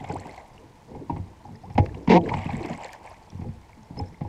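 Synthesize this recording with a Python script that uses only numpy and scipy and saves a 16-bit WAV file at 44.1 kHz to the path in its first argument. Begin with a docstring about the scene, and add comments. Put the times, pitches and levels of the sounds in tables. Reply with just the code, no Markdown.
"""Rowing a small dinghy on a calm lake, heard inside a closed case fixed to the hull.
Oars knock and rub in their rowlocks while drops fall; the knocks, which ring the hull modes, swell.
Just after 2 s the oar groans in stick-slip jolts, then the blades swirl: noise bands and bubbles.
After a lull, softer knocks return with drops and a faint metal squeak, a bent whistle.
The case's resonances colour all this, over a steady rumble and hiss."""
import sys
import numpy as np
from scipy import signal
from scipy.fft import rfft, irfft, next_fast_len
from scipy.io import wavfile
from scipy.ndimage import map_coordinates

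SR = 44100
rng = np.random.default_rng(int(sys.argv[2]) if len(sys.argv) > 2 else 0)


def transcribe(signal):
    """Save signal, clipped to [-1, 1], as a 16-bit WAV file at the path in sys.argv[1]."""
    frames = np.atleast_2d(signal).T
    limited = np.clip(frames, -1, 1)
    pcm = np.round(limited * 32767).astype(np.int16)
    wavfile.write(sys.argv[1], SR, pcm)


N = 188764  # samples in the scene


def amp(db):
    """Gain of a level in dB."""
    return 10 ** (np.asarray(db) / 20)


def unit(x):
    """Scale to rms 1."""
    return x / np.sqrt(np.mean(x ** 2) + 1e-20)


def noise():
    """White noise for the whole scene."""
    return rng.standard_normal(N)


def along(points, hz):
    """Read a curve of (f/Hz, value) points on a log frequency axis."""
    f, value = np.transpose(points)
    return np.interp(np.log(hz + 1), np.log(f + 1), value)


def wobble(rate):
    """A smooth random curve with this many knots a second."""
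    knots = rng.standard_normal(int(N * rate / SR) + 4)
    return map_coordinates(knots, [np.arange(N) * rate / SR])


def filtered(x, response):
    """Apply a complex response of frequency."""
    m = next_fast_len(N + SR // 2)
    spectrum = rfft(x, m) * response(np.fft.rfftfreq(m, 1 / SR))
    return irfft(spectrum, m)[..., :N]


def band(x, lo_hz, hi_hz):
    """A causal band-pass."""
    return signal.sosfilt(signal.butter(2, [lo_hz, hi_hz], "band", fs=SR, output="sos"), x)


def swells(start, end, peak_db, rise, fall, rest_db):
    """Level in dB: swells climb, hold and fall at steady dB/s; their powers add over a resting level."""
    t = np.arange(N)[:, None] / SR
    before, after = np.clip(start - t, 0, None), np.clip(t - end, 0, None)
    db = peak_db - rise * before - fall * after
    return 10 * np.log10(np.sum(amp(2 * db), axis=1) + amp(2 * rest_db))


# Ringing modes of the hull: f/Hz, relative level/dB, decay by 60 dB t60/s
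HULL_MODES = [(44, -4, 0.16), (64.2, -16, 1), (93.9, 2, 0.21), (139.9, 0, .14), (172.6, -1, 0.14),
              (227.7, -2, 0.14), (280, 0.5, 0.12), (333.4, -3, 0.21), (376.3, -4, 0.14), (443.7, -1, 0.083),
              (512, -4.5, 0.13), (624, -13.5, 0.11), (678, -18, 0.26), (743.7, -2, 0.052),
              (828.8, -6, 0.15), (937.3, 1.5, 0.046), (1160, -17.5, 0.06)]


def hull(force, lo_hz, hi_hz):
    """The planks ring under a force in the modes of one range; neighbours start in opposite phase."""
    t = np.arange(SR // 3) / SR
    ring = np.zeros(len(t))
    for k, (hz, db, t60) in enumerate(HULL_MODES):
        if lo_hz <= hz < hi_hz:
            ring += (-1) ** k * amp(db - 60 * t / t60) * np.sin(2 * np.pi * hz * t)
    return signal.fftconvolve(force, ring / np.linalg.norm(ring))[:N]


# Oar knocks, levels before the final trim:
# t/s, boom level/dB, boom centre f/Hz, wood level/dB, crack level/dB
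OAR_KNOCKS = [(0.004, -21.5, 162, -22.5, -62), (0.042, -35, 102, -31, -32),
              (0.094, -17.5, 168, -19.5, -39.5), (0.16, -30, 84, -22, -43), (0.251, -34, 150, -25, -62),
              (0.378, -41, 81, -28.5, -60), (0.75, -46, 60, -55, -75), (0.909, -27.5, 213, -35, -74),
              (0.947, -30, 298, -26, -50), (0.989, -33, 126, -35, -62), (1.096, -14, 280, -15.5, -42),
              (1.124, -17, 87.5, -29, -55), (1.162, -22.5, 173, -24.5, -42), (1.189, -22, 107, -33, -63),
              (1.448, -44, 126, -27, -77), (1.485, -34, 196, -29, -72), (1.699, -25.5, 122, -30.5, -46),
              (1.751, -20.5, 103, -23, -45), (1.778, -6.5, 246, -8.5, -20), (1.793, -5, 100, -17.5, -65),
              (1.86, -24, 119, -31, -25), (1.944, -25, 120, -34.5, -32), (2.074, -7, 228, -13.5, -29),
              (2.277, -51, 100, -19.5, -64), (2.289, -38, 297, -16, -28), (2.314, -19, 118, -15, -61),
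              (2.336, -14.5, 152, -16, -25.5), (2.39, -24.5, 149, -52, -24.5), (2.419, -25, 88, -21, -48),
              (2.453, -12, 182, -24, -34), (2.489, -18.5, 83, -12, -38.5), (2.534, -17.5, 225, -34, -50),
              (2.613, -27, 280, -45, -43), (2.647, -17.5, 275, -25, -32), (2.7, -23.5, 200, -30, -37),
              (3.0, -57, 170, -35, -57), (3.051, -52, 70, -27, -49), (3.321, -28, 200, -40, -53),
              (3.344, -26, 116, -59, -72), (3.388, -19, 198, -36, -59), (3.412, -19.5, 111, -28.5, -48.5),
              (3.439, -26, 97, -33, -58), (3.488, -24, 88, -43, -55), (3.69, -58, 78, -35, -52),
              (3.9, -28, 182, -34.5, -70.5), (3.967, -35, 90, -26.5, -47), (3.995, -20, 270, -24, -44.5),
              (4.011, -18.5, 93, -43, -60), (4.035, -28.5, 91, -42, -50), (4.208, -14.5, 167, -22, -43.5),
              (4.247, -18, 95, -25, -57)]
BOOM_DB_PER_OCTAVE = 12.5  # fall of the low modes away from the boom centre
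PLANK_DB = -3  # middle modes, against the mean of boom and wood


def knocks():
    """Each contact is a short rattle of blows: it rings the hull modes at new strengths and cracks."""
    out, t = np.zeros(N + SR), np.arange(SR // 3) / SR
    hz, db, t60 = np.transpose(HULL_MODES)[:, :, None]
    for s, boom_db, boom_hz, wood_db, crack_db in OAR_KNOCKS:
        rattle = np.abs(np.exp(-t[:1500] / 0.0037) * rng.standard_normal(1500) ** 3)
        # the place of the blow favours the low modes near one pitch
        low_db = boom_db - BOOM_DB_PER_OCTAVE * np.abs(np.log2(hz / boom_hz))
        middle_db = (low_db + wood_db) / 2 + PLANK_DB
        level_db = np.where(hz < 300, low_db, np.where(hz < 600, middle_db, wood_db))
        uneven_db = 2 * rng.standard_normal(hz.shape)
        swing = (-1) ** np.arange(len(hz))[:, None] * amp(level_db + db + uneven_db)
        onset = 1 - np.exp(-t * hz * 2.4)
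        modes = swing * amp(-60 * t / t60) * np.sin(2 * np.pi * hz * t) * onset
        ring = np.sum(modes, axis=0)
        body = 1.5 * signal.fftconvolve(ring, rattle / np.sum(rattle))[:len(t)]
        # a hard, bright contact is over sooner than a dull one
        crack_t60 = np.clip(0.025 + 0.003 * (wood_db - crack_db), .015, .08)
        crack_envelope = amp(crack_db - 60 * t / crack_t60) * (1 - np.exp(-t / 0.0014))
        crack = 3.93 * band(rng.standard_normal(len(t)), 810, 3300) * crack_envelope
        out[round(s * SR):][:len(t)] += body + crack
    return out[:N]


# The loaded oar slipping in its rowlock: t/s, slip rate f/Hz, level/dB (boom drive before the mix)
OAR_SLIPS = [(2.093, 235, -11.5), (2.107, 182, -0.5), (2.112, 250, -41), (2.118, 239, -11),
             (2.127, 202, -9), (2.134, 172, -8), (2.15, 166, -10.5), (2.174, 195, -19.5), (2.179, 138, -42)]
GROAN_WOOD_DB, WOOD_DB_PER_S = -20, 60  # the ring of the wood swells: drive at the start, climb
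BITE_DB, BITE_DB_PER_S = -7, -100  # the metal's bite fades: level at the start before trim, slope


def groan():
    """Stick and slip: one jolt a slip, uneven in time and size, booming in the hull, biting in the metal."""
    times, rates, levels = np.transpose(OAR_SLIPS)
    t = np.arange(N) / SR
    rate, db = np.interp(t, times, rates), np.interp(t, times, levels)
    since = t - times[0]
    uneven_rate = rate * (1 + .03 * wobble(150)) * (since > 0)
    slips = np.diff(np.floor(np.cumsum(uneven_rate) / SR + .8), prepend=0)
    jolts = slips * amp(1.5 * noise())
    # between slips the wood keeps scraping
    force = jolts * np.sqrt(SR / rate) + .18 * noise()
    load = (t > times[0] - .002) * (t < times[-1])
    boom = hull(load * amp(db) * force, 150, 600)
    wood = hull(load * amp(GROAN_WOOD_DB + WOOD_DB_PER_S * since) * force, 600, 1200)
    # every slip frees a puff of grit a few milliseconds long
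    puff = signal.lfilter([1], [1, -np.exp(-1 / (0.0041 * SR))], jolts)
    # a few milliseconds of smoothing keep the bite from switching on and off abruptly
    fading = signal.lfilter([.006], [1, -.994], load * amp(BITE_DB + BITE_DB_PER_S * since))

    def bite_colour(hz):
        """Gritty colour, strongest from about 2 to 4 kHz."""
        points = [(900, -15.5), (1800, -7.5), (3500, -5.5), (7000, -21.5), (12000, -50.5)]
        return amp(along(points, hz))

    bite = 1.96 * fading * filtered(puff * noise(), bite_colour)
    return .5 * boom + .5 * wood + bite


# Turns of the oars in the rowlocks: t/s of peak, boom level/dB, plank level/dB
OAR_RUBS = [(0.01, -38, -52), (0.14, -35, -39.5), (0.26, -45, -49.5), (0.622, -59, -53.5),
            (0.962, -36, -41.5), (1.119, -29, -42.5), (1.491, -38.5, -50), (1.68, -41, -52),
            (1.841, -31.5, -39), (1.92, -40.5, -51), (1.99, -53, -46.5), (2.171, -28, -35),
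            (2.25, -49, -34), (2.33, -27.5, -47), (2.57, -31.5, -39.5), (2.7, -40, -43.5), (3.0, -66, -55),
            (3.35, -42, -56), (3.459, -35.5, -50), (3.56, -57, -80), (3.78, -47, -58), (3.998, -34, -44),
            (4.13, -46, -69), (4.27, -56, -45)]
RUB_RISE_DB_PER_S, RUB_FALL_DB_PER_S = 262, 136
BOOM_REST_DB, PLANK_REST_DB = -65.5, -67


def rubbing():
    """Wood drags on metal in uneven lumps and the hull modes carry it."""
    s, boom_peak, plank_peak = np.transpose(OAR_RUBS)
    boom_db = swells(s, s, boom_peak, RUB_RISE_DB_PER_S, RUB_FALL_DB_PER_S, BOOM_REST_DB)
    plank_db = swells(s, s, plank_peak, RUB_RISE_DB_PER_S, RUB_FALL_DB_PER_S, PLANK_REST_DB)
    lumps = wobble(19)
    boom_drag = amp(3.5 * lumps + 2.5 * wobble(40)) * noise()
    plank_drag = amp(1.5 * lumps + 4.5 * wobble(60)) * noise()
    boom = unit(hull(boom_drag, 40, 250))
    plank = unit(hull(plank_drag, 250, 650))
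    return amp(boom_db) * boom + amp(plank_db) * plank


def bubbles(s, db, hz, cycles, rise, size=600):
    """Damped sines whose pitch climbs as the bubble nears the surface."""
    t = np.arange(size) / SR
    turns = hz[:, None] * t
    life = turns / np.clip(cycles, 1, 40)
    envelope = np.exp(-life) * (1 - np.exp(-2 * turns))
    wave = np.sin(2 * np.pi * turns * (1 + rise * life)) * envelope
    at = np.round(s * SR).astype(int)[:, None] + np.arange(size)
    return np.bincount(at.ravel(), (amp(db)[:, None] * wave).ravel(), N + SR)[:N]


# Blades stirring the water: t/s of full flow, hold/s, stir level/dB
BLADE_SPLASHES = [(0.0, 0.28, -52), (0.376, 0.091, -60.5), (1.845, 0.05, -57.5), (2.273, 0.084, -44.5),
                  (2.38, 0.16, -44.5), (2.608, 0.23, -45.5), (3.053, 0.018, -53), (3.294, 0.012, -63.5),
                  (3.96, 0.014, -65), (4.266, .1, -66)]
STIR_RISE_DB_PER_S, STIR_FALL_DB_PER_S, STIR_REST_DB = 292, 77, -70
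# level at rest in dB, before any band trim, and dB gained for each dB of stir
GURGLE_DB, GURGLE_GROWS, FIZZ_DB, FIZZ_GROWS = -64, 0.8, -56.5, 0.48
SPRAY_DB = -6.5  # a bright band of spray, against the stir level


def swirl(count=5000):
    """Stirred water: lumpy noise bands from gurgle to spray, with a swarm of small random bubbles."""
    s, hold, peak_db = np.transpose(BLADE_SPLASHES)
    stir_db = swells(s, s + hold, peak_db, STIR_RISE_DB_PER_S, STIR_FALL_DB_PER_S, STIR_REST_DB)
    gurgle_db = GURGLE_DB + GURGLE_GROWS * (stir_db - STIR_REST_DB)
    fizz_db = FIZZ_DB + FIZZ_GROWS * (stir_db - STIR_REST_DB)
    lumps = wobble(25.21)

    def flow(lump_db, flutter_db, rate, lo_hz, hi_hz):
        """Noise in one band, swelling with the shared lumps and its own flutter."""
        return unit(band(amp(lump_db * lumps + flutter_db * wobble(rate)) * noise(), lo_hz, hi_hz))

    gurgle = amp(gurgle_db) * flow(1, 2.86, 70, 601, 1110)
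    swish = 0.83 * amp(stir_db) * flow(2, 1.9, 92, 1450, 3560)
    fizz = 0.57 * amp(fizz_db) * flow(1, 7.6, 300, 3100, 12500)
    spray = amp(stir_db + SPRAY_DB) * flow(2, 5.3, 200, 7060, 8040)
    when, pitch, size = rng.random((count, 3)).T
    hz = 1400 * 7 ** pitch
    at = (when * (N - 1)).astype(int)
    # bubbles grow louder with the lumps of the flow; few stand out
    flow_db = np.where(hz < 3500, stir_db[at] + 2, fizz_db[at])
    level_db = flow_db + 2 * lumps[at] + 15 * size ** 5
    swarm = 0.91 * bubbles(at / SR, level_db, hz, cycles=5.96, rise=0.044)
    return gurgle + swish + fizz + spray + swarm


# The clearest drops and bursting bubbles: t/s, level/dB, f/Hz
CLEAR_DROPS = [(0.0411, -27.5, 7160), (0.0498, -29, 3470), (0.089, -26, 7600), (0.1144, -27, 1460),
               (0.125, -20, 7460), (0.139, -29, 4300), (0.144, -20, 8600), (0.1673, -27, 7750),
               (0.1966, -28, 4240), (0.2014, -20, 7700), (0.2936, -30, 9130), (0.2932, -33.5, 2050),
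               (0.3114, -31, 4200), (0.3774, -37, 2040), (0.4797, -31, 10940), (0.5794, -33, 2800),
               (1.181, -34, 8400), (1.553, -42, 1810), (1.5569, -33.5, 5030), (1.702, -42, 5300),
               (1.726, -39, 5470), (1.862, -37, 3030), (1.894, -35, 1700), (1.9488, -32, 2790),
               (2.2136, -31, 3120), (2.239, -29.5, 3880), (2.2605, -27, 1656), (2.264, -41, 6720),
               (2.2934, -22, 2273), (2.301, -33, 4130), (2.341, -18.5, 2840), (2.3736, -28, 7410),
               (2.3888, -32, 7410), (2.4265, -33, 2840), (2.444, -27, 2970), (2.4447, -26, 10100),
               (2.467, -24, 2550), (2.5071, -29, 4050), (2.5686, -19.5, 7740), (2.63, -24.5, 4060),
               (2.6332, -26.5, 7750), (2.64, -27, 2580), (2.6591, -29, 5100), (2.698, -24.5, 7040),
               (2.732, -27, 4130), (2.7383, -28, 6760), (2.777, -23, 7950), (2.836, -23, 7060),
               (2.836, -29, 2200), (2.846, -18, 7400), (2.8458, -20, 4220), (2.8908, -32, 2250),
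               (3.062, -26, 8450), (3.098, -27, 10600), (2.923, -34, 4860), (2.906, -36, 9500),
               (0.1208, -28, 4470), (0.2189, -38, 7240), (0.2537, -33, 7490), (0.0925, -32, 5200),
               (0.1862, -34, 5940), (3.0745, -33.5, 2200), (3.3024, -28.5, 5560), (3.304, -35, 3400),
               (3.7307, -40.5, 2220), (3.832, -35, 6300), (4.0125, -32, 7410), (4.083, -38, 5440),
               (4.1438, -40.5, 2070)]
DROP_CYCLES, CYCLES_PER_OCTAVE = 5.24, 1.2  # life of a 2 kHz drop; higher drops ring for more cycles
TICK_DB = -6.5  # the click of a drop's impact, against its ring


def drips():
    """Each drop rings as a damped sine with a nearly steady pitch, under a one-cycle impact click."""
    s, db, hz = np.transpose(CLEAR_DROPS)
    life = DROP_CYCLES + CYCLES_PER_OCTAVE * np.log2(hz[:, None] / 2000)
    rings = bubbles(s, db, hz, life, rise=0.0061, size=1200)
    ticks = amp(TICK_DB) * bubbles(s, db, hz, cycles=1, rise=0, size=200)
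    return rings + ticks


# Large bubbles rising from the blade:
# t/s, level/dB, first f/Hz, life/cycles, rise (half the relative climb of pitch in one life)
BLADE_GULPS = [(.043, -33, 823, 4.9, .02), (.1, -30.5, 410, 4.9, .05), (.155, -29, 631, 9, 0.38),
               (.377, -36, 724, 5.7, 0.021), (1.636, -43, 697, 18, .18), (2.315, -29.5, 426, 3.9, 0.039),
               (2.416, -38, 795, 8.6, 0.045), (2.488, -34, 746, 8.9, 0.12), (2.609, -26, 329, 3.6, 0.017),
               (2.645, -29, 337, 5.2, 0.028), (2.7, -31, 583, 5.6, 0.033), (2.712, -35, 235.7, 8.5, 0.053),
               (2.85, -34.5, 489, 4.1, 0.042), (3.129, -40.5, 1052, 10, 0.25)]


def gulps():
    """Large bubbles ring low and bend upwards as they rise."""
    s, db, hz, cycles, rise = np.transpose(BLADE_GULPS)
    return bubbles(s, db, hz, cycles[:, None], rise[:, None], size=4000)


# Dry metal squeaks: t/s, length/s, first f/Hz, last f/Hz, level/dB
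PIN_SQUEAKS = [(3.974, .026, 5130, 5200, -33), (3.965, .035, 4300, 4250, -53), (4.05, .04, 5200, 5330, -51),
               (3.84, .03, 5550, 5500, -58)]


def squeaks():
    """A rough, bent whistle of the rowlock pin: a jittered sine and its octave."""
    t, out = np.arange(N) / SR, np.zeros(N)
    for s, length, first_hz, last_hz, db in PIN_SQUEAKS:
        done = np.clip((t - s) / length, 0, 1)
        glide = first_hz + (last_hz - first_hz) * done
        hz = glide * (1 + .015 * wobble(500))
        turn = 2 * np.pi * np.cumsum(hz) / SR
        tone = np.sin(turn) + 0.15 * np.sin(2 * turn)
        out += amp(db + 5.4 * wobble(250)) * np.sin(np.pi * done) * tone
    return out


# Colour of the background before its overall level is set: f/Hz, relative level per Hz/dB
CALM_COLOUR = [(12, -29), (20, 4.5), (92, 9), (382, -5.5), (491, -2.5), (746, -28), (857, 3.5),
               (1200, -13.5), (2030, -14), (2540, -18), (7950, -26.5), (14300, -37), (15500, -38)]


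def calm():
    """The steady rumble and hiss of the microphone: coloured noise."""
    return amp(-53.0) * unit(filtered(noise(), lambda hz: amp(along(CALM_COLOUR, hz))))


def scene():
    """Oars, water and metal all reach one microphone."""
    oars = knocks() + groan() + rubbing()
    water = swirl() + drips() + gulps()
    return (oars + water + squeaks())[None]


# Colour of the closed case: f/Hz, gain level/dB
CASE_COLOUR = [(40, -3.5), (600, 4.5), (850, 5), (1050, 1), (1350, -10.5), (1750, -6), (2150, 0),
               (2700, -8), (3700, -14), (4250, -12.5), (5200, -11), (6300, -13.5), (7900, -16),
               (10000, -22)]


def case(hz):
    """Causal resonances of the case: minimum-phase colour from the folded cepstrum."""
    c = irfft(np.log(amp(along(CASE_COLOUR, hz))))
    c[1:len(c) // 2] *= 2
    c[len(c) // 2 + 1:] = 0
    return np.exp(rfft(c))


def softened(x, top=.9):
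    """The input stage rounds off the highest peaks, never passing the top."""
    return x / (1 + np.abs(x / top) ** 4) ** (1 / 4)


TOP_HZ = 15650  # band limit


def record(dry):
    """The case colours, the input softens, the microphone adds its hiss and the band limit cuts the top."""
    heard = softened(filtered(dry, case)) + calm()
    return filtered(heard, lambda hz: hz < TOP_HZ)


dry = scene()
out = record(dry)
transcribe(out)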